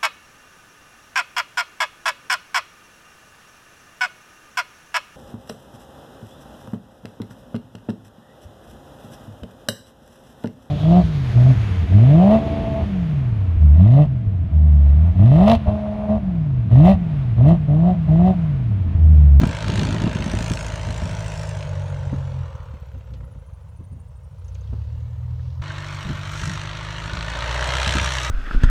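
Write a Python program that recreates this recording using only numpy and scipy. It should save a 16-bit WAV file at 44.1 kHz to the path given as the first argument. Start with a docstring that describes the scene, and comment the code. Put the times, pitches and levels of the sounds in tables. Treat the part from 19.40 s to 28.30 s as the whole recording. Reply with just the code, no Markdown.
"""Flying past at its closest in buffeting wind, a light four-cylinder plane goes away as pulsed gas noise and drone.
It throttles back to idle, its exhaust orders sing down through the pipe, and it sinks and swishes onto the grass.
The throttle opens again; after an abrupt change of scene the plane comes in from the front with a whine.
It swells as the engine speeds up: exhaust tones, puffs and gas noise all follow the running count of firings."""
import sys
import numpy as np
from scipy import signal
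from scipy.fft import rfft, irfft, next_fast_len
from scipy.io import wavfile
from scipy.ndimage import uniform_filter1d, map_coordinates

SR = 44100
rng = np.random.default_rng(int(sys.argv[2]) if len(sys.argv) > 2 else 0)


def int16_out(signal):
    """Quantize to a 16-bit WAV file."""
    q = np.round(np.clip(np.atleast_2d(signal).T, -1, 1) * 32767)
    wavfile.write(sys.argv[1], SR, q.astype(np.int16))


N = 392490
SCENE_CHANGE_S, BLEND_S = 6.216, .006


def from_db(db):
    """Amplitude ratio of a level in dB."""
    return 10 ** (np.asarray(db) / 20)


def rms_one(x):
    """Scale to rms 1."""
    return x / np.sqrt(np.mean(x ** 2) + 1e-20)


def seconds():
    """Time of each sample."""
    return np.arange(N) / SR


def in_time(rows):
    """Each column of a curve table, sample by sample."""
    s, *columns = np.transpose(rows)
    return [np.interp(seconds(), s, c) for c in columns]


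def ramp(start_s, length_s):
    """Rises from 0 to 1."""
    return np.clip((seconds() - start_s) / length_s, 0, 1)


def coloured(x, spectrum):
    """Filter by a spectrum drawn on a log-frequency axis, falling away beyond its ends; rms 1."""
    hz, db = np.transpose(spectrum)
    size = next_fast_len(N + 8192)
    bins = np.maximum(np.fft.rfftfreq(size, 1 / SR), 1)
    skirt_db = -24 * np.abs(np.log2(bins / np.clip(bins, hz[0], hz[-1])))
    gain = from_db(np.interp(np.log(bins), np.log(hz), db) + skirt_db)
    return rms_one(irfft(rfft(x, size) * gain, size)[:N])


def noise(spectrum):
    """Coloured noise of rms 1."""
    return coloured(rng.standard_normal(N), spectrum)


def band(x, low_hz, high_hz, order=2):
    """Butterworth band-pass."""
    edges_hz = [low_hz, min(high_hz, .48 * SR)]
    return signal.sosfilt(signal.butter(order, edges_hz, "band", fs=SR, output="sos"), x)


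def sliding(x, hz, width_hz):
    """A steep resonance whose centre moves; rms 1."""
    carrier = np.exp(2j * np.pi * np.cumsum(hz) / SR)
    low_pass = signal.butter(2, width_hz / 2, fs=SR, output="sos")
    return rms_one((signal.sosfilt(low_pass, x / carrier) * carrier).real)


def drift(rate):
    """Random curve of rms 1 through this many knots per second."""
    knots = rng.standard_normal(20000)
    return rms_one(np.interp(seconds() * rate, np.arange(len(knots)), knots))


def evened(x, window_s):
    """Divide by the running rms, which takes out slower swells."""
    return x / np.sqrt(uniform_filter1d(x ** 2, max(int(window_s * SR), 2)) + 1e-6)


def mixed(first, second, share):
    """Blend two sounds by power; the first has this share."""
    share = np.clip(share, 0, 1)
    return np.sqrt(share) * first + np.sqrt(1 - share) * second


def delayed(x, delay_s):
    """Delay by a fixed or moving time."""
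    return map_coordinates(x, [np.arange(N) - delay_s * SR], order=1)


def coming_in():
    """True in the second scene."""
    return seconds() >= SCENE_CHANGE_S


def throttle_shut():
    """1 while the engine idles, 0 under power."""
    shut_s, shutting_s, open_s, opening_s = 3.03, 0.14, 4.84, 0.49
    return ramp(shut_s, shutting_s) - ramp(open_s, opening_s)


def flight_levels(speed):
    """Layer levels in dB from engine speed and distance (in doublings), and from being on the grass."""
    # Each entry: level at cruise speed and closest in dB, dB per doubling of speed,
    # dB per doubling of distance, dB added once on the grass. "chop" is a modulation depth.
    away_laws = {"chug": (-34, 6.5, 1.5, -3.5), "buzz": (-48, 17, -7, -4), "roar": (-38, 7.5, -4, -9.5),
                 "rasp": (-37.5, 15, -10, 0), "hiss": (-47, 12, -8.5, -2.5), "chop": (13, 14, -10, 12.5)}
    # Each entry: level at cruise speed in dB, dB per doubling of speed, dB added at the nearest.
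    near_laws = {"chug": (-40.5, 3.6, 4.3), "buzz": (-50, 3.7, 0.85), "roar": (-44.5, 20.7, 6.9),
                 "rasp": (-37.5, 18.3, 2.3), "hiss": (-51, 14.7, 0.95), "chop": (3.75, 7.8, 0.96)}
    closest_s, crossing_s = 0.034, 1.435  # crossing: time to fly the closest distance
    nearest_s, nearing_s = 8.23, 0.42
    sink_s, sinking_s = 2.73, 0.73
    distance = np.log2(np.hypot(1, (seconds() - closest_s) / crossing_s))
    nearness = np.exp(-((seconds() - nearest_s) / nearing_s) ** 2)
    on_grass, near = ramp(sink_s, sinking_s), ramp(SCENE_CHANGE_S, BLEND_S)
    levels = {}
    for layer, (db, speed_db, distance_db, grass_db) in away_laws.items():
        near_db, near_speed_db, nearest_db = near_laws[layer]
        going = db + speed_db * speed + distance_db * distance + grass_db * on_grass
        coming = near_db + near_speed_db * speed + nearest_db * nearness
        levels[layer] = near * coming + (1 - near) * going
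    return levels


def strengths(turns, uneven, spread_db):
    """Gain of the current firing: a four-cylinder pattern plus chance."""
    # Each entry: strength of one cylinder in dB, before scaling by uneven.
    cylinder_pattern = [7, 7.2, 3, 8]
    firing = turns.astype(int)
    chance = np.clip(rng.standard_normal(1024), -1.7, 1.7)
    return from_db(uneven * np.array(cylinder_pattern)[firing % 4] + spread_db * chance[firing])


def gas(turns, repeat_share):
    """Turbulence, part of which comes back alike on every revolution (two firings)."""
    pattern = rng.standard_normal(1600)
    place = turns / 2 % 1 * len(pattern)
    alike = rms_one(map_coordinates(pattern, [place], order=1, mode="nearest"))
    return mixed(alike, rng.standard_normal(N), repeat_share)


def slaps(turns, depth, decay, spread_db, repeat_share):
    """Each firing gives a short crack of uneven strength and turbulence that dies within the cycle."""
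    # Short bursts of harder crackle. Each row: centre in seconds, gain in dB, length in seconds.
    crackle_bursts = [(.36,0,0.1),(0.835,6,0.027),(1.105,11,0.13),(7.12,9,.16),(7.4,1,.14),(7.748,11,0.16),(8.42,6,.2)]
    phase = turns % 1  # decay is in firing periods too
    burst = (1 - np.exp(-phase / 0.087)) * np.exp(-phase / decay)
    burst = burst * strengths(turns, uneven=0.47, spread_db=spread_db)
    crack = np.exp(-((phase - .12) / .045) ** 2) * strengths(turns, uneven=.3, spread_db=1.6)
    crackle_db = sum(db * np.exp(-((seconds() - s) / length) ** 2) for s, db, length in crackle_bursts)
    gate = 1 + depth * (1.23 * burst + 0.26 * from_db(crackle_db) * crack)
    gate = gate * from_db(2.07 * drift(1100))
    return gas(turns, repeat_share) * gate / np.sqrt(uniform_filter1d(gate ** 2, SR // 8))


def pipe_fundamental():
    """Exhaust pipe resonance in Hz; it sinks as the gas cools."""
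    hot_hz, cool_hz, cooling_from_s, cooling_s = 308.8, 246, 2.08, 0.9
    cooling = np.exp(-np.maximum(seconds() - cooling_from_s, 0) / cooling_s)
    heat = np.where(coming_in(), 1, cooling)
    return cool_hz + (hot_hz - cool_hz) * heat


def drone(turns, firing_hz, waver_db):
    """The lowest orders are clean tones: the first is the propeller's blade rate, the others are exhaust
    orders; all are shaped by one response and are weak while the throttle is shut."""
    # Response of the low tones. Each row: frequency in Hz, level in dB.
    tone_response = [(35,-71),(49,-55.5),(54,-40),(65,-32),(78,-33),(95,-29),(108,-35.5),(135,-30),(162,-37.5),(195,-54)]
    # Each entry: multiple of the firing rate.
    orders = [1, 2, 2.25, 2.5, 3]
    # Each row, per order: dB going away, dB coming in, dB added with the throttle shut.
    order_levels = [(4, 4.5, -7), (0.55, -6, -10), (-20.5, -14.5, -9), (-13.5, -14, -23), (1, -2, -18.5)]
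    shut = throttle_shut()
    hz, response_db = np.transpose(tone_response)
    out = 0
    for k, (away_db, near_db, shut_db) in zip(orders, order_levels):
        db = np.interp(np.log(k * firing_hz), np.log(hz), response_db)
        db = db + np.where(coming_in(), near_db, away_db) + shut_db * shut
        out = out - from_db(db + waver_db * drift(13)) * np.sin(2 * np.pi * k * (turns - .19))
    return np.sqrt(2) * signal.sosfilt(signal.butter(3, 900, fs=SR, output="sos"), out)


def exhaust(turns, levels):
    """One puff per firing: unequal puffs chug in the muffler, their sharp edges buzz."""
    # Spectra. Each row: frequency in Hz, relative density in dB per Hz.
    chug_colour, buzz_colour = [(25,-35),(45,2),(60,8),(90,8),(140,1),(190,-13),(260,-48),(500,-72)], [(160,-34),(220,-10),(320,-1.5),(430,-22.5),(600,-25.5),(780,-10),(920,-10),(1500,-5.5),(3000,-38)]
    idle_chug_db = 1.5  # added with the throttle shut
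    puffs = np.diff(np.floor(turns), prepend=0)
    jittered = np.maximum.accumulate(turns + 0.076 * drift(40))
    ragged = np.diff(np.floor(jittered), prepend=0)
    unequal = ragged * (strengths(turns, uneven=2.3, spread_db=8.5) - .8)
    chug = coloured(unequal, chug_colour) + .5 * noise(chug_colour)
    buzz = coloured(puffs * strengths(turns, uneven=0.56, spread_db=6.5), buzz_colour)
    chug_gain = from_db(levels["chug"] + idle_chug_db * throttle_shut())
    return chug_gain * evened(chug, window_s=0.081) + from_db(levels["buzz"]) * buzz


def growl(turns, half_db, quarter_db):
    """Gas flow repeating every four firings: whole orders, weaker half and quarter orders between."""
    k = np.arange(1, 4 * 48)
    db = np.where(k % 4 == 0, 0, np.where(k % 2 == 0, half_db, quarter_db))
    partials = from_db(db) * np.exp(2j * np.pi * rng.random(len(k)))
    cycle = irfft(np.r_[0, partials], 4096)
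    return np.interp(turns / 4 % 1, np.linspace(0, 1, len(cycle) + 1), np.r_[cycle, cycle[0]])


def pipe(x, reflection):
    """Sound runs up and down the exhaust pipe, which rings at multiples of its fundamental."""
    pipe_hz = pipe_fundamental()
    return x + sum(reflection ** k * delayed(x, k / pipe_hz) for k in range(1, 4))


def glancing(x, strength, longest_s):
    """Reflections off ground and airframe come and go by chance and mottle the treble."""
    delays = rng.uniform(0.1602, 1, size=5) * longest_s
    echoes = sum(np.tanh(drift(14)) * delayed(x, d + .00004 * drift(5)) for d in delays)
    return x + strength * echoes


def wash(turns, levels, colour, decay, roar_share, rasp_share, reflection):
    """Pulsing gas noise: the roar rings in the pipe; the higher the band, the harder it is chopped."""
    # Treble that flares and fades. Each row: time in seconds, level in dB.
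    treble = [(.2,-2),(.4,2.5),(.68,-3.5),(1.12,7),(1.4,0.5),(2.05,5.5),(2.3,-1.5),(3.2,-6),(5.1,-0.5),(6.22,-5.5),(6.52,1),(6.8,-2),(7.05,10),(7.3,-1.5),(8,1),(8.5,8)]
    rasp_flare_share, chop_flare_share, sizzle_flare_share = 0.31, 0.19, 0.23
    sizzle_db, growl_share = -19.5, .6  # relative to the hiss; share of the roar's power under power
    flare_db, = in_time(treble)
    depth = from_db(levels["chop"] + chop_flare_share * flare_db)
    roar_db = levels["roar"]
    rasp_db = levels["rasp"] + rasp_flare_share * flare_db
    hiss_db = levels["hiss"] + flare_db
    sizzle_db = hiss_db + sizzle_db + sizzle_flare_share * flare_db
    turbulent = slaps(turns, depth * roar_share, decay, spread_db=7.5, repeat_share=0)
    repeating = growl(turns, half_db=-4.0, quarter_db=-8.0)
    turbulent, repeating = (rms_one(band(x, 150, 1400)) for x in (turbulent, repeating))
    share = growl_share * (1 - throttle_shut())  # at idle only uneven puffs are left
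    roar = pipe(mixed(repeating, turbulent, share), reflection)
    rasp = slaps(turns, depth * rasp_share, decay, spread_db=-0.1, repeat_share=0.16)
    rasp = glancing(rasp, strength=0.27, longest_s=0.003994)
    hiss = slaps(turns, depth, decay * 0.82, spread_db=3.0, repeat_share=0.06)
    hiss = glancing(hiss, strength=0.43, longest_s=0.00216)
    layers = [(roar, roar_db, 200, 1100), (rasp, rasp_db, 1100, 4800),
              (hiss, hiss_db, 4800, 10000), (hiss, sizzle_db, 10000, 18000)]
    out = 0
    for x, db, low_hz, high_hz in layers:
        layer = coloured(band(x, low_hz, high_hz, order=5), colour)
        out = out + from_db(db) * evened(layer, window_s=0.11)
    return out


def pipe_ring(turns):
    """Going away, the puffs excite two resonances of the pipe, which slide down with its fundamental."""
    # Each row: time in seconds, level in dB.
    ring_track = [(0,-48),(.45,-48),(1.3,-46),(2.2,-45),(2.7,-49.5),(3.15,-53),(3.5,-58.5),(3.9,-57),(4.4,-74),(5.1,-61),(6.2,-68.5)]
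    # Each row: multiple of the fundamental, width in Hz, relative level in dB.
    ring_modes = [(2, 87, 1.5), (5.3, 260, -8.5)]
    db, = in_time(ring_track)
    puffs = slaps(turns, depth=2.5, decay=0.22, spread_db=5.5, repeat_share=0.73)
    pipe_hz = pipe_fundamental()
    ring = 0
    for k, width_hz, mode_db in ring_modes:
        ring = ring + from_db(mode_db) * evened(sliding(puffs, k * pipe_hz, width_hz), window_s=.2)
    return from_db(db) * ring * ~coming_in()


def wind():
    """Eddies hit the microphone: the rumble of a gust, and single buffets with a thud and a flutter."""
    # Strong buffets. Each row: start in seconds, strength in dB, length in seconds.
    strong = [(0.012,-5.5,0.014),(0.032,2.5,0.0086),(0.063,-7.5,0.011),(0.089,-15.5,0.019),(0.271,-13,0.01),(0.293,-6.5,0.011),(0.342,-19,0.016),(0.381,-7,0.0094),(0.411,-10,.02),(0.439,-12,.014),(0.487,-8,0.01),
              (0.54,-11,0.023),(0.616,-5.5,0.0061),(0.637,-2,0.0088),(0.664,-4,0.011),(0.754,-11,0.012),(0.798,-13.5,0.024),(0.86,-16.5,0.025),(0.934,-9,0.017),(0.967,-20,.016),(1.006,-14,0.011),(1.104,-9,0.017),
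              (1.471,-20,0.037),(1.618,-21.5,0.084),(2.725,-14.5,0.017),(3.336,-34,0.014),(3.549,-34,0.027),(3.954,-36,0.011),(4.388,-36,0.048),(4.513,-34.5,0.039),(4.561,-42,0.027),(5.326,-26,0.016),(5.892,-40,0.022),
              (6.649,-21.5,0.029),(6.692,-21.5,0.042),(7.014,-26,0.036),(7.068,-27,0.07),(7.65,-31,0.032),(7.723,-24,0.027),(7.769,-27,0.019),(8.466,-20.5,0.036),(8.547,-14.5,0.027),(8.608,-25,0.027)]
    # Spectra. Each row: frequency in Hz, relative density in dB per Hz.
    thud_colour, flutter_colour = [(27,-39),(50,-2.5),(80,5),(140,-1.5),(210,-17.5),(400,-48),(1000,-93)], [(80,-42),(170,4.5),(230,-4.5),(330,-12),(480,-23.5),(1200,-30),(3000,-72)]
    wind_colour = [(25,-42),(48,-21),(85,4),(160,-2),(250,-7.5),(400,-16.5),(800,-58),(2000,-68)]
    weak_db, weak_s = -47.5, 0.14
    thud_db, thud_growth_db_per_db, flutter_db = -10.5, 0.57, -7.5
    gust_s, gust_rise_s, gust_db, gust_fade_db_per_s, breeze_db = 0.14, 0.18, -22, 17, -68.5
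    thud, flutter = np.zeros(N + SR), np.zeros(N + SR)
    t = np.arange(SR // 2) / SR
    weak = [(s, weak_db, weak_s) for s in rng.random(size=10) * N / SR]  # at random times
    for s, db, length in strong + weak:
        shape = (1 - np.exp(-t / 0.0026)) * np.exp(-(t / max(length, .005)) ** 1.2)
        thud[int(s * SR):][:len(t)] += from_db(thud_db + thud_growth_db_per_db * db) * shape
        flutter[int(s * SR):][:len(t)] += from_db(flutter_db + db) * shape
    buffets = thud[:N] * evened(noise(thud_colour), window_s=0.0092)
    buffets = buffets + flutter[:N] * evened(noise(flutter_colour), window_s=0.0205)
    fade_db = gust_fade_db_per_s * (seconds() - gust_s - gust_rise_s)
    gust = ramp(gust_s, gust_rise_s) ** 2 * from_db(gust_db - fade_db)
    swell = (gust + from_db(breeze_db)) * from_db(0.7 * drift(25))
    rumble = swell * evened(noise(wind_colour), window_s=0.21)
    return band(buffets, 25.4, 3000, order=3) + rumble


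def air():
    """Steady, faint background noise."""
    # Each row: frequency in Hz, relative density in dB per Hz.
    air_colour = [(25,1),(60,2.5),(300,-36),(480,-21),(1000,-1),(2000,-30),(5000,-23.5),(9000,-23),(11000,-25),(16000,-26)]
    return from_db(-69) * noise(air_colour)


def rattles():
    """Short cracks and chirps of the plane: decaying noise, each around its own pitch."""
    # Each row: start in seconds, peak in dB, pitch in Hz, decay in seconds, width in octaves.
    cracks = [(0.072,-32.5,7900,0.0017,0.42),(.393,-21,4260,0.0022,1.5),(1.578,-30.5,7400,0.0014,0.1),(2.207,-27,2790,0.0013,0.41),(2.227,-26.5,2360,0.0012,1.4),(3.153,-53,6100,.008,.1),
              (3.737,-45,2980,0.011,1.8),(3.805,-45.5,1500,0.0047,0.82),(3.952,-54,700,.004,1),(5.045,-53,6500,.006,.15),(5.081,-49,6250,0.0087,.08),(5.146,-49,6500,.008,.1),(5.152,-46,2800,0.0087,0.71),
              (5.21,-51,6400,.005,.05),(5.235,-58,3680,0.0065,.1),(5.273,-53,3220,.006,.1),(5.9937,-44.5,1280,0.0056,0.46),(6.303,-27,1540,0.0045,0.17),(8.022,-17,1660,0.0017,0.61),(8.597,-13,1685,0.0014,.9)]
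    out, t = np.zeros(N + SR), np.arange(SR // 10) / SR
    for s, db, hz, decay, octaves in cracks:
        width = 2 ** (max(octaves, .02) / 2)
        crack = rng.standard_normal(len(t)) * np.exp(-t / decay)
        crack = band(crack, hz / width, hz * width, order=1)
        crack = band(crack, hz / 3, hz * 2, order=3)
        out[int(s * SR):][:len(t)] += from_db(db) * crack / np.abs(crack).max()
    return out[:N]


def bite(turns):
    """Swells of a hard edge in the gas noise: a snap and a spit per firing, blended with an even rush."""
    # Each row: centre in seconds, level in dB, length in seconds, pitch in Hz,
    # share of the power that pulses with the firings.
    swells = [(0.372,-38,0.18,3100,0.86),(.72,-47,.2,2600,0.62),(5.36,-67,0.37,3500,0.16),(6.08,-65,0.17,4000,.3),(7.32,-46,.2,2770,1),(7.78,-38,.07,3000,1),(8.484,-32,0.15,2880,0.81)]
    width_ratio, snap_share = 1.42, 0.11
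    snaps = np.diff(np.floor(turns - .12), prepend=0) * strengths(turns, uneven=.25, spread_db=2.0)
    spit = slaps(turns, depth=6.2, decay=0.13, spread_db=5.0, repeat_share=0.16)
    edge, rush = mixed(rms_one(snaps), spit, snap_share), rng.standard_normal(N)
    out = 0
    for s, db, length, hz, pulsed in swells:
        sound = band(mixed(edge, rush, pulsed), hz / width_ratio, hz * width_ratio, order=3)
        out = out + from_db(db) * np.exp(-((seconds() - s) / length) ** 2) * rms_one(sound)
    return out


def pipe_tones(turns, waver_db):
    """As the departing engine slows, a few orders glide down through the pipe's resonance and sing."""
    # Each row: multiple of the firing rate, relative level in dB.
    sing_orders = [(10.5, -4), (11.25, -3), (12, 0), (12.5, -4)]
    peak_s, length_s, sing_db = 2.35, .55, -53
    swell = from_db(sing_db) * np.exp(-((seconds() - peak_s) / length_s) ** 2)
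    tones = 0
    for k, db in sing_orders:
        tone = np.sin(2 * np.pi * (k * turns + rng.random()))
        tones = tones + from_db(db + waver_db * drift(7.97)) * tone
    return np.sqrt(2) * swell * tones


def squeak(turns):
    """A fuzzy, many-stranded chirp on each revolution, answered by a weaker one half a turn later."""
    # Each row: time in seconds, pitch in Hz, level in dB, pitch ratio of the answer, its relative dB.
    chirp_track = [(2.9,16500,-92,1,-14),(3.25,14600,-71,1,-14),(3.55,12700,-76,1,-14),(3.95,10100,-67,1.02,-14),(4.75,8750,-65,1.04,-13),(5.02,9500,-66,1.06,-12),(5.3,11600,-77,1.1,-5),(5.6,12300,-78,1.11,-3),(6.15,12700,-75,1.1,-2),(6.25,12200,-78,1,-4),(6.4,12000,-69,1,-4),(6.9,12000,-60,1,-4),(7.3,11800,-92,1,-6)]
    # Each row: pitch ratio, relative level in dB.
    strand_table = [(.955, -8), (1, -1), (1.05, -7)]
    waver_db = 2.2
    hz, db, answer_ratio, answer_db = in_time(chirp_track)
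    phase = turns % 1 - .5
    first_half = turns % 2 < 1
    pitch_hz = hz * np.where(first_half, 1 - 0.028 * phase, answer_ratio)
    angle = 2 * np.pi * np.cumsum(pitch_hz) / SR
    chirps = np.where(first_half, 1, from_db(answer_db)) * np.exp(-((phase + .08) / 0.3) ** 2)
    strands = 0
    for ratio, strand_db in strand_table:
        strands = strands + from_db(strand_db) * drift(900) * np.sin(ratio * angle)
    return from_db(db + waver_db * drift(15)) * chirps * strands


def tyres():
    """The wheels swish as they meet the grass and brush it while the plane rolls."""
    # Each row: frequency in Hz, relative density in dB per Hz.
    tyre_colour = [(600,-41),(950,12),(1250,8),(1700,-10),(3500,-40),(8000,-38)]
    touchdown_s, swish_s, swish_db, roll_db = 3.13, 0.19, -50.5, -71.5
    t = seconds()
    swish = from_db(swish_db) * np.exp(-((t - touchdown_s) / swish_s) ** 2)
    rolling = from_db(roll_db + 5.6 * drift(30)) * ((t > touchdown_s) & ~coming_in())
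    return (swish + rolling) * noise(tyre_colour)


def whine(turns, speed):
    """Coming in, clean middle orders stand out; pitch and level rise with engine speed."""
    # Each entry: multiple of the firing rate.
    whine_orders = [4, 5, 6, 7, 8, 12]
    # Each entry: level of that order at cruise speed in dB.
    whine_levels = [-61.5, -70.5, -55, -57, -60.5, -65]
    rise_db_per_doubling, waver_db = 9, 1.2
    tones = 0
    for k, db in zip(whine_orders, whine_levels):
        tone = np.sin(2 * np.pi * (k * turns + rng.random()))
        tones = tones + from_db(db + waver_db * drift(9)) * tone
    return np.sqrt(2) * coming_in() * from_db(rise_db_per_doubling * speed) * tones


def scene():
    """The firing count drives every engine layer; wind and air are added."""
    # Engine speed. Each row: time in seconds, firings per second.
    away_engine, near_engine = [(0.0, 52.4), (0.55, 53.4), (0.9, 54.65), (1.95, 52.92), (2.32, 48.25),
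                                (3.06, 43.08), (3.25, 36.61), (3.94, 27.35), (4.7, 24.82), (4.92, 26.78),
                                (5.3, 34.08), (5.59, 38.82), (6.2, 41.68)], [(6.216, 48.49), (6.91, 49.11), (7.05, 49.96),
                                                     (7.5, 52.08), (7.8, 53.65), (8.03, 57.52),
                                                     (8.29, 63.18), (8.63, 66.4), (8.9, 60.7)]
    # Gas noise. Each row: frequency in Hz, relative density in dB per Hz.
    away_colour, near_colour = [(220,-20),(320,-16),(400,-8),(480,-1.5),(600,1),(750,-8),(890,0),(1150,-6.5),(1500,-1.5),(2300,-6),(2800,-6),(3800,-11),(4450,-13),(4950,-16.5),(5500,-12.5),(6300,-12),(9300,-23),(10600,-31.5),(14500,-38.5)], [(250,-19),(330,-14.5),(460,-0.5),(610,2.5),(750,-1.5),(920,2),(1500,0.5),(2000,-3),(2500,-5.5),(3800,-6.5),(4350,-9.5),(4950,-18),(5700,-11),(8300,-22),(10300,-35),(11500,-35),(14000,-54.5)]
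    cruise_hz = 50
    near = coming_in()
    firing_hz = np.where(near, *in_time(near_engine), *in_time(away_engine))
    turns = .25 + np.cumsum(firing_hz) / SR  # counts firings
    turns = turns + near * (-turns[near][0] % 1)  # the second scene opens on a firing
    speed = np.log2(firing_hz / cruise_hz)
    levels = flight_levels(speed)
    going = wash(turns, levels, away_colour, decay=0.19, roar_share=0.19, rasp_share=0.57, reflection=0.097)
    coming = wash(turns, levels, near_colour, decay=0.2, roar_share=0.016, rasp_share=0.72, reflection=0.35)
    blend = ramp(SCENE_CHANGE_S, BLEND_S)
    plane = drone(turns, firing_hz, waver_db=1.0) + exhaust(turns, levels)
    plane = plane + blend * coming + (1 - blend) * going
    plane = plane + pipe_ring(turns) + rattles() + bite(turns) + pipe_tones(turns, waver_db=4.0)
    plane = plane + squeak(turns) + tyres() + whine(turns, speed)
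    return (plane + wind() + air())[None]


def record(dry):
    """Steep low-pass, 80 dB down from 17.8 kHz upward."""
    return signal.sosfilt(signal.cheby2(16, 80, 17800, fs=SR, output="sos"), dry)


dry = scene()
out = record(dry)
int16_out(out)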